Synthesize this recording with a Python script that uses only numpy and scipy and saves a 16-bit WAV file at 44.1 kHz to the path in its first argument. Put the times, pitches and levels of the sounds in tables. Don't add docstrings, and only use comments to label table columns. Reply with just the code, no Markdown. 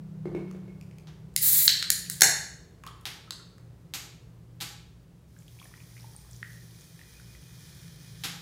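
import sys
import numpy as np
from scipy import signal
from scipy.fft import rfft, irfft
from scipy.io import wavfile
from scipy.ndimage import uniform_filter1d

SR = 44100
rng = np.random.default_rng(int(sys.argv[2]) if len(sys.argv) > 2 else 0)


def master_out(mix):
    frames = np.transpose(np.atleast_2d(mix))
    ceiling = np.clip(frames, -1, 1)
    pcm = np.round(ceiling * 32767).astype(np.int16)
    wavfile.write(sys.argv[1], SR, pcm)


N = 370881
TIME_S = np.arange(N) / SR


def undb(db):
    return 10 ** (np.asarray(db) / 20)


def at_rms(x, db=0):
    return x * undb(db) / np.sqrt(np.mean(x ** 2))


def at_peak(x, db=0):
    return x * undb(db) / np.max(np.abs(x))


def add(track, start_s, sound):
    i = int(start_s * SR)
    track[i:i + len(sound)] += sound[:N - i]


def colour(x, spectrum, tilt_db=0):
    octaves = np.log2(np.arange(1, 2050) * SR / 4096)
    hz, db = np.transpose(spectrum)
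    gain_db = np.interp(octaves, np.log2(hz), db) + tilt_db * (octaves - np.log2(3000))
    cepstrum = irfft(gain_db * np.log(10) / 20)
    cepstrum[1:2048] *= 2
    cepstrum[2049:] = 0
    return signal.fftconvolve(x, irfft(np.exp(rfft(cepstrum))))[:len(x)]


def band(x, hz, width_hz, passes=1):
    for _ in range(passes):
        x = signal.lfilter(*signal.iirpeak(hz, hz / width_hz, fs=SR), x)
    return x


def ring(push, modes):
    out = 0
    for hz, db, t60_s in modes:
        db_offset, detune = rng.standard_normal(2) * (1.2, 0.012)
        radius = np.exp(-np.log(1000) / (t60_s * SR))
        angle = 2 * np.pi * hz * (1 + detune) / SR
        mode = signal.lfilter([1, 0, -1], [1, -2 * radius * np.cos(angle), radius ** 2], push)
        out = out + undb(db + db_offset) / np.sin(angle) * mode
    return at_peak(out)


def burst(decay_ms, length_s):
    t = np.arange(int(length_s * SR)) / SR
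    return rng.standard_normal(len(t)) * np.exp(-1000 * t / decay_ms)


def wander(rate_hz):
    hold = int(SR / rate_hz)
    steps = np.repeat(rng.standard_normal(N // hold + 1), hold)
    return 1.4 * uniform_filter1d(uniform_filter1d(steps, hold), hold)[:N]


# freq_hz, gain_db
HUSH_EQ = [(15, -57.5), (25, -29), (36, -13.5), (70, -6), (165, -8.5), (211, -21.5), (382, -20),
           (414, -21.5), (791, -32.5), (857, -32), (2590, -39), (5520, -42), (15800, -48)]
# time_s, boost_db
HUSH_SWELL = [(0, 7.5), (4.3, 4), (5, 1), (8.41, 2)]
# pitch_hz, width_hz, rms_db
HUM_LINES = [(58.06, 7.9, -62.5), (79.4, 10, -69), (118.13, 5.6, -55), (140, 63, -65.5), (165.4, 28, -57.5)]


def room_tone():
    hush = at_rms(colour(rng.standard_normal(N), HUSH_EQ), -56.5)
    boost_db = np.interp(TIME_S, *np.transpose(HUSH_SWELL))
    out = hush + (undb(boost_db) - 1) * band(hush, 450, 980)
    for hz, width_hz, db in HUM_LINES:
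        out += at_rms(band(rng.standard_normal(N), hz, width_hz, passes=2), db)
    return out


# time_s, firing_hz, level_db
ENGINE_RUNS = [
    [(0.0, 31.63, -44), (1.82, 30.8, -51), (2.4, 28.2, -47)],
    [(7.4, 24.6, -56), (8.062, 28.07, -51), (8.41, 27.9, -50)],
]
# firing_multiple, gain_db
ENGINE_HARMONICS = [(3, -21.5), (4, -15.5), (5, 1), (6, -1)]


def far_engines():
    out = np.zeros(N)
    for run in ENGINE_RUNS:
        times, rates, levels = np.transpose(run)
        running = 1. * (TIME_S >= times[0]) * (TIME_S <= times[-1])
        fade = uniform_filter1d(uniform_filter1d(running, 200), 8000)
        firing_hz = np.interp(TIME_S, times, rates) * (1 + 0.0073 * wander(9.4))
        phase = 2 * np.pi * np.cumsum(firing_hz) / SR
        db = np.interp(TIME_S, times, levels)
        for multiple, gain_db in ENGINE_HARMONICS:
            gain = fade * undb(db + gain_db + 2.8 * wander(4.8))
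            out += gain * np.sin(multiple * phase + 6 * rng.random())
    return out


# pitch_hz, gain_db, t60_s
THUD_MODES = [(225, -2, 0.073), (363, 15.5, 0.066), (586, -23, .04), (800, -33.5, 0.03)]
# pitch_hz, gain_db, t60_s
CLACK_MODES = [(1080, -13.5, 0.023), (1600, 4.5, 0.0051), (2183, -1, 0.029), (3420, -26, 0.0067)]
# start_s, level_db, hardness_db
CAN_KNOCKS = [(0.256, -25.5, -24), (0.316, -35, -22.5), (0.349, -23, -18), (0.389, -35, -20),
              (0.48, -46, -4), (0.548, -38.5, -15), (0.621, -44, -22), (0.679, -45, -10)]


def can_knocks():
    out = np.zeros(N)
    for start_s, db, hardness_db in CAN_KNOCKS:
        push = uniform_filter1d(np.abs(burst(0.31, .25)), 20)
        thud = ring(push, THUD_MODES)
        clack = ring(burst(9.9, .25), CLACK_MODES)
        add(out, start_s, undb(db) * (thud + undb(hardness_db) * clack))
    return out


# pitch_hz, gain_db, t60_s
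CAN_MODES = [
    [(3140, -15, 0.0055), (3840, -8.5, 0.0097), (4066, 3, 0.026), (4340, 4.5, 0.018), (4580, 1.5, .012),
     (4980, -4, 0.008)],
    [(5600, -1, 0.019), (6320, -1, 0.017), (6720, 3.5, .006), (7300, -5, 0.005)],
    [(8580, -7.5, 0.0012), (9950, 4.5, 0.0035), (11600, -5.5, 0.0048), (14500, -6.5, 0.0011)],
]
# low_hz, high_hz
CAN_RANGES = [(3100, 5200), (5200, 8300), (8300, 16500)]
CAN_CRUNCH = [-5.5, -1.5, 2]
# start_s, peak_db, lid_pitch_hz, lid_gain_db, brightness_db
LID_CRACKS = [(0.5123, -37.5, 1120, 5.5, 0.5), (0.812, -41, 2325, 0, -1), (0.912, -45.5, 2255, 9, -1.5),
              (0.9844, -43, 2410, 1.5, 2.5), (1.34, -51.5, 2120, -15.5, 4.5),
              (1.3631, -5.5, 2120, -14, 4.5), (1.6788, 5, 1670, -6.5, -10.5), (1.8264, -11, 1670, -2.5, -6),
              (1.8947, -31.5, 1830, 1, -0.5), (1.9031, -1.5, 1690, -15.5, 5),
              (2.063, -34.5, 2400, -2.5, -4), (2.0991, -12.5, 1640, -14, 6.5),
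              (2.132, -32, 3510, -4.5, 6.5), (2.145, -35, 3288, 3, -4), (2.2015, -32, 1660, -11.5, 1),
              (2.2087, -7, 1660, -14.5, 4.5), (2.218, -4, 2070, -3, -5), (2.2196, 9.5, 1649, -7.5, 1.5),
              (2.8374, -35, 2000, 9.5, 2.5), (2.8654, -32, 2030, -2, 2.5), (2.8749, -31, 3190, 8, 4),
              (3.012, -46, 2400, -11, 12), (3.3075, -18.5, 1290, -7.5, -4.5), (3.582, -43.5, 1318, 5, 0)]


def lid_cracks(lid_t60_s=0.011):
    out = np.zeros(N)
    for start_s, db, lid_hz, lid_db, bright_db in LID_CRACKS:
        tear = .12 * burst(1.5, .05)
        tear[0] = 1
        note = ring(tear, [(lid_hz, 0, lid_t60_s), (lid_hz, -7, lid_t60_s / 3)])
        rasp = at_peak(band(tear, 1.1 * lid_hz, 1100, passes=2))
        crack = undb(lid_db) * (band(note, 1.1 * lid_hz, 0.5 * lid_hz) + rasp)
        tilt = (-bright_db, 0, bright_db)
        for range_db, modes, edges_hz, crunch_db in zip(tilt, CAN_MODES, CAN_RANGES, CAN_CRUNCH):
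            bandpass = signal.butter(2, edges_hz, "band", fs=SR, output="sos")
            crunch = at_peak(signal.sosfilt(bandpass, tear), crunch_db)
            crack += undb(range_db) * signal.sosfilt(bandpass, ring(tear, modes) + crunch)
        add(out, start_s, at_peak(crack, db))
    return out


# freq_hz, gain_db
SNAP_EQ = [(150, -56), (330, 12), (600, 2.5), (830, 10), (1100, 5.5), (1600, 5), (3550, 4), (7000, -5),
           (9000, -12.5), (12000, -10), (15800, -19)]
# pitch_hz, gain_db, t60_s
SNAP_BODY_MODES = [(294, -3.5, 0.026), (475, 1, 0.028), (856, 3, 0.053), (1343, 2, .03), (1600, 2, 0.032),
                   (2470, -2.5, 0.021)]
# pitch_hz, gain_db, t60_s
SNAP_PING_MODES = [(3280, 2, 0.0055), (3800, 0, 0.015)]
# start_s, level_db, tilt_db_per_octave, send_db, body_db
SHARP_SNAPS = [(1.072, -40.5, -1, 8.5, -32), (3.055, -19, 3.5, 8.5, -28), (3.938, -17.5, 5, 11, -26),
               (4.604, -30, 3.5, 14.5, -22), (4.61, -20.5, 4, 12, -21), (5.481, -39.5, 7, 1.5, -30),
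               (5.597, -46, 5, -0.5, -25), (8.237, -22.5, 3.5, 17, -20)]


def snaps():
    direct, send = np.zeros((2, N))
    for start_s, db, tilt_db, send_db, body_db in SHARP_SNAPS:
        jolt = .08 * burst(0.4, 0.12)
        jolt[0] = 1
        click = at_peak(colour(jolt, SNAP_EQ, tilt_db))
        snap = undb(db) * (click + undb(body_db) * ring(jolt, SNAP_BODY_MODES))
        ping = undb(db - 7) * ring(jolt, SNAP_PING_MODES)
        add(direct, start_s, snap + ping)
        add(send, start_s, undb(send_db) * snap)
    return direct, send


# freq_hz, gain_db
JET_EQ = [(300, -37), (1200, -29), (3000, -35.5), (5000, -17), (6000, -11.5), (8500, -6.5), (11500, -0.5),
          (14500, 2.5), (16500, -1.5)]
# pitch_hz, width_hz, gain_db
MOUTH_BANDS = [(2084, 950, -19), (4140, 1300, -10), (7460, 1500, -7.5)]
# start_s, hold_s, level_db, fade_db_per_s, mouth_db
GAS_SPURTS = [(1.353, .003, -34.5, 300, 1), (1.403, .235, -18.5, 799.5, -8), (1.665, .003, -39, 167, 11),
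              (1.9, .003, -40, 144, -5.5), (2.081, .003, -47.5, 77, 8)]


def gas_hiss(rise_s=0.023):
    jet_gain, mouth_gain = np.zeros((2, N))
    for start_s, hold_s, db, fade_db_per_s, mouth_db in GAS_SPURTS:
        age_s = TIME_S - start_s
        attack = np.clip(age_s / rise_s, 0, 1) ** 2
        spurt = attack * undb(db - fade_db_per_s * np.maximum(age_s - rise_s - hold_s, 0))
        jet_gain += spurt
        mouth_gain += undb(mouth_db) * spurt
    sputter = rng.standard_normal(N) * undb(1.4 * wander(82))
    jet = at_rms(colour(sputter, JET_EQ))
    mouth = sum(at_rms(band(sputter[::-1], hz, width, passes=2), db) for hz, width, db in MOUTH_BANDS)
    return jet_gain * jet + mouth_gain * mouth


# (pitch_hz, gain_db, t60_s)
AIR_GULP = (2.2195, -12, [(436, -13, 0.023), (782, 6.5, 0.011), (1138, -1, 0.012), (1440, -3.5, 0.0064)])


def air_gulp():
    out = np.zeros(N)
    start_s, db, modes = AIR_GULP
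    add(out, start_s, undb(db) * ring(np.abs(burst(0.19, 0.055)), modes))
    return out


# start_s, peak_db, pitch_hz
TAB_TWANGS = [(2.8369, -42.5, 1060), (2.8655, -35.5, 1130), (2.878, -39, 1220), (2.973, -56, 1150),
              (3.275, -48, 1290), (3.3944, -48, 1372)]


def tab_twangs(t60_s=0.029):
    out = np.zeros(N)
    for start_s, db, hz in TAB_TWANGS:
        add(out, start_s, undb(db) * ring(burst(5.2, .15), [(hz, 0, t60_s)]))
    return out


# freq_hz, gain_db
FOAM_EQ = [(290, -7), (500, -7), (749, -3), (1860, -4.5), (2180, -6.5), (2380, -1.5), (2670, -14),
           (3130, 2), (6000, -3.5), (14900, -7.5), (15800, -36)]
# pitch_hz, width_hz, boost_db
MUG_BANDS = [(1880, 560, 8), (2470, 60, 10), (5970, 2100, 9.5), (9800, 1430, 10.5), (15140, 2360, 13)]
# centre_s, half_length_s, pitch_hz, width_hz, gain_db
MUG_NOTE = (7.214, 0.335, 2450, 150, 2.8)


def fizz(pour_s=5.28, build_s=0.14, pops_per_s=6000):
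    pops = (rng.random(N) < pops_per_s / SR) * rng.standard_normal(N)
    pops *= undb(1.7 * rng.exponential(size=N))
    foam = colour(at_rms(pops) + rng.standard_normal(N), FOAM_EQ)
    foam += sum((undb(db) - 1) * band(foam, hz, width) for hz, width, db in MUG_BANDS)
    centre_s, half_length_s, hz, width, db = MUG_NOTE
    swell = np.exp(-((TIME_S - centre_s) / half_length_s) ** 2)
    foam += undb(db) * swell * band(foam, hz, width)
    foam = at_rms(foam) * undb(wander(16))
    age_s = np.maximum(TIME_S - pour_s, 0)
    mid_db = -4.5 + 4 * age_s
    foam += (undb(mid_db) - 1) * band(foam, 2160, 2800)
    build_db = -60 - 17.5 * np.exp(-age_s / build_s)
    return (age_s > 0) * undb(build_db) * foam


def plop(hz, t60_cycles):
    t = np.arange(int(.06 * SR)) / SR
    envelope = undb(-60 * t * hz / t60_cycles) * (1 - np.exp(-t / 0.00033))
    note = envelope * np.sin(2 * np.pi * hz * t * (1 + 2 * t))
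    splash = band(burst(1, .06), hz, min(.5 * hz, 2000), passes=2)
    return note + at_peak(splash, -5)


# start_s, level_db, pitch_hz
MUG_PLOPS = [(5.365, -50, 1590), (5.389, -44.5, 7030), (5.481, -44, 3360), (5.589, -46.5, 2360),
             (5.599, -36, 3270), (5.628, -43, 2335), (5.656, -48, 1800), (5.616, -45.5, 1080),
             (5.644, -38, 9940), (5.654, -48, 738), (5.739, -40, 1880), (5.778, -49, 2290),
             (5.803, -45, 2370), (5.967, -43.5, 1960), (5.978, -43.5, 2300), (5.999, -43, 4300),
             (6.008, -42.5, 5100), (6.043, -41.5, 853), (6.148, -52, 850), (6.164, -33, 8800),
             (6.213, -44, 5000), (6.312, -38, 7300), (6.332, -39, 5660), (6.364, -36.5, 6000),
             (6.429, -26.5, 1870), (6.81, -40, 6950), (6.992, -42, 1800), (7.014, -44, 1890),
             (7.198, -46.5, 1470), (7.35, -43, 1970)]


def pour_bubbles():
    direct, send = np.zeros((2, N))

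    def bubble(start_s, db, hz, t60_cycles, send_db):
        sound = undb(db) * plop(hz, t60_cycles)
        add(direct, start_s, sound)
        add(send, start_s, undb(send_db) * sound)

    for start_s, db, hz in MUG_PLOPS:
        bubble(start_s, db, hz, t60_cycles=32, send_db=-7.5)
    for when, pitch, loudness in rng.random((45, 3)):
        bubble(5.5 + 0.91 * when, -60 + 6.7 * loudness, 600 * 5.5 ** pitch, t60_cycles=15.5, send_db=-4)
    for when, pitch, loudness in rng.random((90, 3)):
        bubble(5.4 + 3 * when, -55 + 7 * loudness, 2000 * 6 ** pitch, t60_cycles=16, send_db=-7)
    return direct, send


# freq_hz, t60_s
ROOM_DECAY = [(300, 0.49), (1500, 0.608), (4500, 0.58), (7000, .49), (10000, 0.49), (15000, 0.15)]


def room(send, wall_ms=12.5, wall_db=5, early_db=-7):
    t = np.arange(int(.9 * SR)) / SR
    freqs, t60s = np.transpose(ROOM_DECAY)
    tail = np.zeros(len(t))
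    for hz in 125 * 2 ** np.arange(0, 7.1, .5):
        half_octave = signal.butter(2, [hz * 2 ** -.25, hz * 2 ** .25], "band", fs=SR, output="sos")
        t60_s = np.interp(np.log(hz), np.log(freqs), t60s)
        tail += signal.sosfilt(half_octave, rng.standard_normal(len(t))) * undb(-60 * t / t60_s)
    tail *= 1 - .5 * np.exp(-(t / 0.0013) ** 2)
    late_ms = 1000 * t - wall_ms
    tail *= undb(np.where(late_ms < 0, early_db, wall_db * np.exp(-late_ms / 7.5)))
    spectrum = rfft(tail, 65536)
    power = np.abs(spectrum) ** 2 + 1e-9
    flatten = np.sqrt(uniform_filter1d(power, 2000) / uniform_filter1d(power, 200))
    tail = irfft(spectrum * flatten)[:len(t)]
    return signal.fftconvolve(send, tail / np.sqrt(np.sum(tail ** 2)))[:N]


def scene():
    background = room_tone() + far_engines()
    direct, send = pour_bubbles()
    for track, send_db in [(can_knocks(), 0.62), (lid_cracks(), -4.5), (gas_hiss(), -9),
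                           (air_gulp(), 1.8), (tab_twangs(), -3.5), (fizz(), -7.5)]:
        direct += track
        send += undb(send_db) * track
    snap_direct, snap_send = snaps()
    mono = background + direct + room(send) + snap_direct + room(snap_send, early_db=0.5)
    return np.array([mono, mono])


def record(dry):
    low_cut = signal.butter(6, 44, "high", fs=SR, output="sos")
    high_cut = signal.ellip(10, .2, 60, 15800, fs=SR, output="sos")
    clipped = np.clip(signal.sosfilt(low_cut, dry), -.9, .9)
    return signal.sosfilt(high_cut, clipped)


dry = scene()
out = record(dry)
master_out(out)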